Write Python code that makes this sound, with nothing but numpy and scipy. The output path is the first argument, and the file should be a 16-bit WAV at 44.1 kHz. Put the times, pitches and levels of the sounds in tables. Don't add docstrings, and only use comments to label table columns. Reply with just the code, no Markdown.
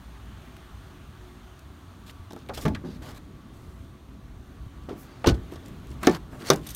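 import sys
import numpy as np
from scipy import signal
from scipy.fft import rfft, irfft, next_fast_len
from scipy.io import wavfile
from scipy.ndimage import uniform_filter1d, map_coordinates

SR = 44100
rng = np.random.default_rng(int(sys.argv[2]) if len(sys.argv) > 2 else 0)


def invert_db(level):
    return 10 ** (np.asarray(level, dtype=float) / 20)


def master(y):
    cut = np.clip(np.atleast_2d(y).T, -1, 1)
    pcm = np.round(cut * 32767)
    wavfile.write(sys.argv[1], SR, pcm.astype(np.int16))


N = 297675

# start_s, level_db
TRAFFIC_NEARNESS = [(0, 1.5), (.6, 1.5), (1.5, .5), (1.9, -.5), (2.29, -1), (3.42, -2.5), (4.34, -2.5),
                    (4.83, -1), (5.15, -1), (5.5, 1.5), (5.7, 2), (5.9, 1), (6.17, 1), (6.39, -2.5),
                    (6.75, -0.5)]
# start_s, level_db
STIRRED_AIR = [(0, -1.5), (.6, -1.5), (2.29, -2), (2.71, 11), (2.8, 5.5), (3.16, 3), (3.42, 1), (4.34, 0.5),
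               (4.83, 2), (5.13, 1.5), (5.45, 6), (5.7, 4), (5.96, 7), (6.17, 1.5), (6.39, 5.5), (6.64, 4),
               (6.75, 2)]
# pitch_hz, level_db (per Hz)
RUMBLE_COLOUR = [(12, -59), (20, -7), (36, -13), (49, 3.5), (97, 0.5), (119, -4), (135, -2), (180, -42),
                 (300, -120)]
DRONE_COLOUR = [(79, -36), (135, -1), (279, -3), (322, -6.5), (357, -11), (388, -11), (420, -13),
                (480, -17), (620, -18), (1060, -120)]
ROAD_COLOUR = [(240, -57), (400, 5), (422, -6), (515, -10.5), (650, 3), (754, 4), (821, 3), (903, 3.5),
               (1160, 4.5), (1510, 1), (1650, -1), (2360, -6.5), (2740, -7), (3570, -7.5), (5000, -31),
               (6500, -54), (11000, -120)]
AIR_COLOUR = [(2350, -21), (4000, -0.5), (4460, -2.5), (5070, -7), (6460, -4.5), (7770, -10.5),
              (8720, -6.5), (10400, -13.5), (11300, -10.5), (14700, -12), (15900, -13)]
# pitch_hz, width_hz, level_db
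MACHINERY = [(61, 5.5, -6.5), (363.5, 9, -10), (660, 10.4, -17), (1143.4, 29, -13.5), (1300, 59, -21)]
# start_s, pitch_hz, level_db
IDLING_ENGINE = [(0, 60.6, -48), (.45, 57.2, -50), (.6, 57.4, -58), (.8, 58.8, -53), (.92, 59.5, -67),
                 (1.05, 58.8, -55), (1.35, 52.3, -53)]
# start_s, pitch_hz, level_db
LEAVING_ENGINE = [(1.45, 52, -54), (1.7, 73.1, -53), (1.85, 90.4, -53), (2, 95, -54), (2.1, 98, -58)]

# pitch_hz, level_db (per Hz)
RASP_COLOUR = [(1100, -12), (1900, 4), (3000, 4.5), (4500, 4), (7000, -5.5), (9500, -47)]
FIZZ_COLOUR = [(5000, -3), (7500, 2), (10500, -1.5), (13000, -1), (15800, -6)]
# start_s, length_s, first_db, last_db, fizz_minus_rasp_db
SKIN_SLIDES = [(2.061, 0.054, -57, -55.5, -2.5), (2.534, 0.079, -48, -53.5, -4.5),
               (2.612, 0.037, -47, -51.5, -1.5), (2.845, 0.13, -58, -59.5, -10), (3.53, 0.4, -69.5, -78, 2),
               (6.435, 0.062, -57.5, -34.5, -6), (6.664, 0.11, -51.5, -56.5, -1.5),
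               (6.395, 0.037, -64, -56, -7), (6.51, 0.038, -43, -46, -6), (6.57, 0.1, -74, -54, -1.5),
               (5.276, 0.026, -32, -34, -17), (5.3, 0.028, -39, -55, -13), (5.92, 0.03, -72, -74, 7),
               (3.02, .1, -60, -56, -6), (3.145, .04, -62, -60, -2), (2.37, .07, -62, -66, -12),
               (4.89, .06, -56, -66, -12), (5.51, .06, -60, -64, -4), (5.65, .05, -63, -65, -2)]
# start_s, length_s, first_db, last_db, fizz_minus_rasp_db
SEAL_PEELS = [
    (3.01, 0.2, -58, -66.5, -6.5),
    (4.94, .14, -71, -62, -1),
    (5.06, 0.2, -64.5, -66, -20),
    (6.005, 0.077, -59.5, -36, -5),
    (6.072, 0.11, -55.5, -44, -8),
    (6.3, 0.3, -65, -56, -1.5),
]

# start_s, click_db, centre_hz
PLASTIC_TICKS = [(1.478, -48.5, 1720), (2.0954, -39, 2220), (2.3065, -43.5, 4040), (2.4932, -36, 2740),
                 (2.608, -45, 7020), (2.462, -55, 3000), (2.6588, -35, 2340), (2.734, -53, 3100),
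                 (3.0854, -41, 1300), (3.108, -48, 4380), (3.17, -54, 4400), (4.835, -57, 5670),
                 (4.892, -44, 3320), (5.242, -31.5, 2380), (5.296, -27.5, 3980), (5.3084, -38, 4500),
                 (5.5567, -46, 4070), (5.9035, -48, 7000), (5.917, -49, 2300), (6.094, -32, 2510),
                 (6.111, -38, 4960), (6.1194, -49, 3140), (6.147, -33, 3420), (6.403, -50, 2980),
                 (6.7054, -46, 6280)]
# start_s, click_db, centre_hz, sheen_minus_click_db
STEEL_CLINKS = [(0.5662, -43.5, 1800, 4), (1.592, -50, 3630, 10), (2.3213, -43, 3200, 4),
                (2.3318, -42, 4230, 6), (2.362, -48, 3980, 6), (2.389, -51, 5000, 4),
                (2.4877, -38.5, 2460, 3), (5.5214, -48, 2410, 9), (5.536, -47, 2390, 12.5),
                (5.66, -44, 5500, 0), (5.682, -52, 3170, 13), (5.87, -52, 6500, 9),
                (6.4208, -39.5, 3440, -2), (6.4697, -32.5, 4610, -1), (6.533, -29.5, 4000, 7),
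                (6.559, -31.5, 7000, -3), (6.689, -33.5, 3800, -6), (4.888, -54, 4000, 3),
                (5.8925, -53, 6500, 0), (5.914, -48, 6000, 2), (5.797, -57, 7000, 0), (6.403, -55, 5000, 6),
                (6.123, -41, 6500, -2), (6.096, -34, 5500, 0)]
# start_s, click_db, centre_hz, sheen_minus_click_db, t60_s (time to fall 60 dB)
PAWL_CLICKS = [(2.546, -38.5, 4330, 9, 0.044), (2.574, -33, 3450, 5, 0.064), (2.611, -41, 5000, 5, 0.072),
               (2.68, -32.5, 2620, -1.5, 0.038), (2.748, -31.5, 2700, -27, 0.049),
               (5.2604, -24, 3400, -19, 0.14), (5.285, -27, 4200, -19, 0.05), (5.342, -45, 3500, 2, 0.057),
               (6.031, -33, 3000, 9, 0.022), (6.047, -32, 3600, -12, 0.027)]

# pitch_hz, width_hz, level_db
HANDLE_TONES = [(513, 480, -2), (868, 360, 0), (1147, 220, -1), (1590, 277, -3), (1950, 650, -9)]
# pitch_hz, level_db
PANEL_TONES = [(205, -1), (258, 1.5), (300, 0.5), (345, 1.5), (385, -8), (440, -4.5)]
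# start_s, rap_db, rap_centre_hz, knock_db
FINGER_TAPS = [
    (2.3075, -32, 668, -39),
    (2.3318, -31.5, 600, -30),
    (2.3632, -30, 905, -36),
]
# start_s, rap_db, rap_centre_hz, knock_db
DAMPED_RAPS = [(2.492, -19.5, 605, -35), (2.574, -25, 633, -33), (2.68, -28, 795, -20.5),
               (2.749, -27.5, 1870, -53), (2.888, -43, 452, -30.5), (2.927, -45, 571, -38),
               (3.015, -40, 563, -60), (3.085, -35, 900, -38), (5.523, -35.5, 696, -27.5),
               (5.558, -38, 450, -33), (5.908, -52, 452, -35), (6.147, -37, 975, -50),
               (6.445, -52, 657, -52)]
# start_s, rap_db, rap_centre_hz, knock_db
SWINGING_RAPS = [(2.839, -33, 700, -29), (4.886, -25.5, 440, -30), (4.91, -41, 458, -29.5),
                 (5.297, -20, 452, -19), (6.093, -33, 452, -21), (6.328, -35.5, 530, -35),
                 (6.409, -35, 1630, -34), (6.532, -24, 452, -22)]
# start_s, rap_db, rap_centre_hz, knock_db
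PAWL_KNOCKS = [
    (5.243, -11.5, 780, -28),
    (5.261, -18, 1090, -16.5),
    (6.031, -19.5, 1550, -26.5),
]

# start_s, peak_db, pitch_hz, cycles
HAND_BUMPS = [(2.196, -34, 78.5, 1.8), (2.843, -36, 169.4, 13), (2.92, -36, 78, 4.6),
              (2.875, -37.5, 249.5, 18), (2.925, -39, 248.6, 16), (2.95, -41, 189, 10),
              (5.849, -51, 382, 20), (5.108, -62.5, 4620, 250), (2.715, -30, 270, 9), (2.84, -38, 370, 16),
              (4.9, -38, 400, 24), (6.105, -27, 335, 22), (6.085, -18, 238, 7), (3.804, -36, 79, 1.8),
              (4.604, -34.5, 62, 5.7), (4.664, -29.5, 106, 1.4), (5.41, -29.5, 56.6, 3.3),
              (5.711, -33.5, 122, 1.7), (5.9, -34, 86.1, 2.8), (5.916, -31, 76.4, 2.2)]
# start_s, peak_db, pitch_hz, cycles
AIR_PUNCHES = [(2.651, -23.5, 147, 6.4), (2.675, -34.5, 868, 32), (2.66, -32, 45, 3), (2.699, -28, 90.5, 3),
               (2.735, -37, 58, 3.2), (5.272, -8, 310, 2.5), (5.273, -13.5, 95, 2.9),
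               (5.271, -34, 39.5, 2.7), (5.298, -21, 118, 4.8), (5.3192, -17.5, 63, 2.4),
               (5.369, -29, 102, 3.6), (6.0714, -5.5, 293, 2.74), (6.096, -24.5, 172, 7.5),
               (6.135, -35, 149.6, 7.3), (6.5014, -6, 444, 2.4), (6.51, -19.5, 154, 9.7),
               (6.56, -38, 136, 6)]

# pitch_hz, level_db (per Hz)
PUFF_COLOUR = [(5000, -7), (9000, -10), (12000, -2), (15800, -4)]
# pitch_hz, width_hz, level_db
STRAP_TONES = [(3630, 350, -1.5), (6160, 440, -3), (8650, 580, -5), (11900, 760, -5), (14200, 600, -7)]
# start_s, level_db
STRAP_CHATTER = [(6.668, -30), (6.684, -52), (6.691, -31), (6.704, -31), (6.713, -37), (6.741, -44),
                 (6.747, -27)]

# start_s, crack_db, rap_db, boom_db, rise_s
HEAVY_BLOWS = [
    (2.6517, -33, -22.5, -23.5, 0.004),
    (5.27, -16, -17, -19.5, 0.0016),
    (6.0701, -6, -12.5, -20, 0.012),
    (6.5015, 0.4, -16, -19, 0.014),
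]
# pitch_hz, level_db, t60_s
PLATE_TONES = [
    [(635, 5, 0.17), (865, -6, 0.19), (1155, 5, 0.079), (1360, -21, 0.21), (1470, -7, 0.081),
     (1674, -20, 0.16), (1930, -19, 0.1), (2230, -23, 0.14), (2299, -18, 0.14)],
    [(452, 0, 0.13), (511, -21, 0.54), (565, -15, 0.21), (969, -25, 0.24), (1235, -8, 0.12),
     (1437, -20, 0.18), (1486, -8, 0.16), (1680, -26, 0.24), (1800, -26, 0.23), (1980, -29, 0.21),
     (2240, -21, 0.19), (2400, -20, 0.15)],
    [(625, -11, 0.18), (737, 5, 0.11), (873, -1, 0.2), (1010, -14.5, 0.35), (1143, -2, 0.16),
     (1293, -15, 0.3), (1775, 3, 0.11), (1956, -4, 0.044), (2270, -16, 0.13), (2340, -13, 0.099),
     (2450, -22, 0.15), (2520, -23, 0.18)],
    [(630, -12, 0.2), (700, -11, 0.15), (802, -1, 0.16), (1046, -12, 0.16), (1233, -2, 0.076),
     (1320, -17, 0.16), (1491, -8, 0.19), (1750, -5, 0.13), (1940, -16, 0.098), (2143, -10, 0.11),
     (2330, -15, 0.19), (2880, -14, 0.15)],
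]
PLATE_LEVELS = [-23, -17, -14, -21]
# pitch_hz, level_db, t60_s
DOOR_TONES = [
    [(91, -19, 0.16), (158.7, -2.5, 0.39), (213.3, -3, 0.35), (246, -5, 0.3), (310, -3, 0.2),
     (371, -3, 0.22), (432, 0, 0.12), (593, -6, 0.1), (851, -12, 0.25)],
    [(60.4, -8, 0.57), (95, -9, 0.56), (130, -13, 0.3), (165, -6.5, 0.37), (251.2, 6.5, 0.16),
     (302.5, -5, 0.22), (353, -3, 0.27), (432, -26, 0.072), (590, -12, 0.084)],
    [(134, -19, 0.26), (176, -13.5, 0.56), (241, 0, 0.12), (332.5, 2, 0.19), (369, 8.5, 0.13),
     (435, 3.5, 0.11), (560, -21, 0.15), (790, -34, .1), (1150, -30, 0.1)],
    [(122, -21, 0.53), (155.4, -2, 0.3), (271, 7.5, 0.06), (322.6, -7, 0.21), (360, -13, 0.19),
     (394.5, 7, 0.11), (465, -6, 0.03), (765, -20, 0.083), (1010, -25, 0.21)],
]
# rattle_minus_crack_db, rattle_stretch (times), rap_stretch (times)
TRIM_SHAKES = [
    (-3.5, 2.3, 1.2),
    (3, 0.72, 0.75),
    (-19, 1.7, 0.68),
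    (-11, 1.02, 0.82),
]
# pitch_hz, level_db (per Hz)
CRACK_COLOUR = [(1060, 13), (1800, -8), (2290, -1), (3000, -3.5), (3570, 6), (4070, 1), (6010, 5.5),
                (6710, -2), (8080, -19), (9370, -7), (10100, -19), (14900, -8), (16500, -50)]
# pitch_hz, t60_s
RATTLE_DECAY = [(400, 0.2), (1000, 0.11), (2500, 0.096), (6000, 0.058), (14000, 0.05)]


def unit(x):
    return x / np.sqrt(np.mean(x ** 2) + 1e-20)


def peak(x):
    return x / np.abs(x).max()


def along(points, hz):
    f, db = np.transpose(points)
    return invert_db(np.interp(np.log(hz + 1), np.log(f + 1), db, -120, -120))


def curves(rows):
    s, *columns = np.transpose(rows)
    return [np.interp(np.arange(N) / SR, s, column) for column in columns]


def wobble(rate):
    knots = rng.standard_normal(int(N * rate / SR) + 4)
    return map_coordinates(knots, [np.arange(N) * rate / SR])


def noise(length=N):
    return rng.standard_normal(length)


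def filtered(x, response):
    m = next_fast_len(len(x) + 8192)
    return irfft(rfft(x, m) * response(np.fft.rfftfreq(m, 1 / SR)), m)[:len(x)]


def resonances(modes):
    def response(f):
        total = 0
        for k, (centre, width, db) in enumerate(modes):
            total = total + (-1) ** k * invert_db(db) * 1j * f * width / (centre ** 2 - f ** 2 + 1j * f * width)
        return total
    return response


def rush(colour, patchy_db):
    z = signal.stft(noise(N + 512), nperseg=512)[2]
    patches = uniform_filter1d(rng.standard_normal(z.shape), size=6, axis=0)
    patches = uniform_filter1d(patches, size=14, axis=1)
    x = signal.istft(z * invert_db(patchy_db * unit(patches)), nperseg=512)[1][:N]
    return unit(filtered(x, lambda hz: along(colour, hz)))


def burst(response, t60, rise):
    t = np.arange(SR // 4) / SR
    shape = invert_db(-60 * t / max(t60, 1e-3)) * (1 - np.exp(-t / max(rise, 1e-5)))
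    return peak(shape * filtered(noise(len(t)), response))


def ring(modes, scatter_db, rise):
    t = np.arange(SR // 2)[:, None] / SR
    hz, db, t60 = np.transpose(modes)
    detune, strength = rng.standard_normal((2, len(hz)))
    pair = np.sin(2 * np.pi * hz * t)
    pair = pair + 0.4 * np.sin(2 * np.pi * hz * (1 + 0.04 * detune) * t)
    dying = invert_db(db + scatter_db * strength - 60 * t / np.clip(t60, 0.03, 0.5))
    return peak((pair * dying).sum(axis=1) * (1 - np.exp(-t[:, 0] / max(rise, 1e-5))))


def rattle(response, stretch):
    hz, t, z = signal.stft(noise(SR // 2), SR, nperseg=128)
    f, t60 = np.transpose(RATTLE_DECAY)
    decay_s = stretch * np.interp(hz, f, t60)
    x = signal.istft(z * invert_db(-60 * t / decay_s[:, None]), SR, nperseg=128)[1]
    return peak(filtered(x, response))


def add(track, s, x):
    part = track[round(s * SR):][:len(x)]
    part += x[:len(part)]


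def rumble():
    (near_db,), (sway_db,) = curves(TRAFFIC_NEARNESS), curves(STIRRED_AIR)
    low_db = -47.5 + 0.88 * sway_db + 0.33 * wobble(9)
    drone_db = -51.5 + 1.08 * sway_db + 0.27 * near_db + 1.05 * wobble(7.5)
    low = invert_db(low_db) * rush(RUMBLE_COLOUR, patchy_db=1.8)
    return low + invert_db(drone_db) * rush(DRONE_COLOUR, patchy_db=-0.6)


def machinery():
    near_db, = curves(TRAFFIC_NEARNESS)
    hum = np.zeros(N)
    for mode in MACHINERY:
        level = invert_db(mode[2] + 2.4 * wobble(1.67))
        hum += level * unit(filtered(noise(), lambda f: resonances([mode])(f) ** 2))
    return invert_db(-55 + 0.26 * near_db) * hum


def tyres():
    near_db, = curves(TRAFFIC_NEARNESS)
    road = invert_db(-58 + near_db + 0.4 * wobble(5)) * rush(ROAD_COLOUR, patchy_db=1.1)
    tread = resonances([(3000, 1500, 0)])
    road = road + invert_db(-8 + 1.2 * near_db) * filtered(road, lambda f: np.abs(tread(f)))
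    return road + invert_db(-65.5 + near_db + 0.4 * wobble(7)) * rush(AIR_COLOUR, patchy_db=0.8)


def engines():
    out, t = np.zeros(N), np.arange(N) / SR
    fade_s = 0.11
    for rows in IDLING_ENGINE, LEAVING_ENGINE:
        hz, db = curves(rows)
        inside_s = np.minimum(t - rows[0][0], rows[-1][0] - t)
        fade = np.clip(1 + inside_s / fade_s, 0, 1)
        level = invert_db(db + 4.5 + 0.71 * wobble(8))
        out += fade * level * np.sin(2 * np.pi * np.cumsum(hz) / SR)
    return out


def rubs():
    t = np.arange(N) / SR
    rasp, fizz, body = np.zeros((3, N))
    # strokes, how strongly they sound the handle (dB), onset (s), release (s)
    kinds = [(SKIN_SLIDES, -2, 0.0053, 0.0031), (SEAL_PEELS, 8.5, 0.02, 0.027)]
    for strokes, body_db, grip_s, lift_s in kinds:
        for s, length, first_db, last_db, fizz_db in strokes:
            on = np.clip(np.minimum((t - s) / grip_s, (s + length - t) / lift_s), 0, 1)
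            level = on * invert_db(np.interp(t, [s, s + length], [first_db, last_db]))
            rasp += level
            fizz += level * invert_db(fizz_db)
            body += level * invert_db(body_db)
    clumps = unit(invert_db(0.7 * wobble(120) + 1.6 * wobble(500)))
    handle = unit(filtered(noise(), resonances(HANDLE_TONES)))
    rough = rasp * rush(RASP_COLOUR, patchy_db=2.5)
    bright = fizz * rush(FIZZ_COLOUR, patchy_db=1.5)
    return clumps * (rough + bright + body * handle)


def clicks():
    out = np.zeros(N)
    plastic = [(*row, -17, 0.032) for row in PLASTIC_TICKS]
    steel = [(*row, 0.013) for row in STEEL_CLINKS]
    for s, click_db, hz, sheen_db, t60 in plastic + steel + PAWL_CLICKS:
        body = resonances([(hz, 0.75 * hz, 0), (1.074 * hz, 0.067 * hz, -3)])
        click = burst(lambda f: body(f) ** 2, t60, rise=0.00059)
        sheen = burst(lambda f: along(FIZZ_COLOUR, f), 1.7 * t60, rise=0.00036)
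        add(out, s, invert_db(click_db + 2.5) * click)
        add(out, s, invert_db(click_db + sheen_db - 8) * sheen)
    return out


def raps():
    out = np.zeros(N)
    handle = resonances(HANDLE_TONES)
    # hits, rap t60 (s), knock t60 (s)
    kinds = [(FINGER_TAPS, 0.05, 0.12), (DAMPED_RAPS, 0.12, 0.093),
             (SWINGING_RAPS, 0.22, 0.25), (PAWL_KNOCKS, 0.064, 0.28)]
    for hits, rap_t60, knock_t60 in kinds:
        panel = [(*tone, knock_t60) for tone in PANEL_TONES]
        for s, rap_db, rap_hz, knock_db in hits:
            spot = resonances([(rap_hz, 0.8 * rap_hz, 0)])
            rap = burst(lambda f: handle(f) * spot(f), rap_t60, rise=0.00068)
            add(out, s, invert_db(rap_db - 4.5) * rap)
            add(out, s, invert_db(knock_db - 1.5) * ring(panel, scatter_db=3.5, rise=0.0015))
    return out


def bumps():
    out, t = np.zeros(N), np.arange(SR // 4) / SR
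    for s, db, hz, cycles in HAND_BUMPS + AIR_PUNCHES:
        u = t * hz / max(cycles, 0.3)
        swell = u * np.exp(-4 * u)
        add(out, s, invert_db(db) * peak(swell * np.sin(2 * np.pi * hz * t)))
    return out


def seal_puff():
    start_s, length_s, level_db = 4.95, 0.12, -56
    t = np.arange(N) / SR
    swell = np.sin(np.pi * np.clip((t - start_s) / length_s, 0, 1)) ** 2
    return invert_db(level_db) * swell * unit(filtered(noise(), lambda f: along(PUFF_COLOUR, f)))


def check_strap():
    out = np.zeros(N)
    for s, db in STRAP_CHATTER:
        add(out, s, invert_db(db) * burst(resonances(STRAP_TONES), t60=0.048, rise=0.0005))
    return out


def plates():
    out = np.zeros(N)
    for (s, *_), modes, db in zip(HEAVY_BLOWS, PLATE_TONES, PLATE_LEVELS):
        add(out, s + 0.00094, invert_db(db) * ring(modes, scatter_db=3.3, rise=0.00046))
    return out


def blows():
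    out = np.zeros(N)
    steel = lambda f: along(CRACK_COLOUR, f)
    bright = lambda f: along(FIZZ_COLOUR, f)
    for blow, door, shake in zip(HEAVY_BLOWS, DOOR_TONES, TRIM_SHAKES):
        s, crack_db, rap_db, boom_db, rise = blow
        rattle_db, rattle_stretch, rap_stretch = shake
        add(out, s, invert_db(crack_db - 3.5) * burst(steel, t60=0.016, rise=0.00043))
        add(out, s, invert_db(crack_db - 14) * burst(bright, t60=0.0067, rise=0.0002))
        add(out, s + 0.0011, invert_db(crack_db + rattle_db) * rattle(steel, rattle_stretch))
        add(out, s + 0.000803, invert_db(rap_db + 4) * rattle(resonances(HANDLE_TONES), rap_stretch))
        add(out, s, invert_db(boom_db + 8) * ring(door, scatter_db=-0.5, rise=rise))
    return out


def scene():
    background = rumble() + machinery() + tyres() + engines()
    handling = rubs() + clicks() + raps() + bumps()
    door = seal_puff() + check_strap() + plates() + blows()
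    return (background + handling + door)[None]


def low_pass(x):
    return signal.sosfilt(signal.butter(12, 15900, fs=SR, output="sos"), x)


def record(dry):
    rounded = -dry / (1 + np.abs(dry / 0.93) ** 6) ** (1 / 6)
    return low_pass(rounded)


dry = scene()
out = record(dry)
master(out)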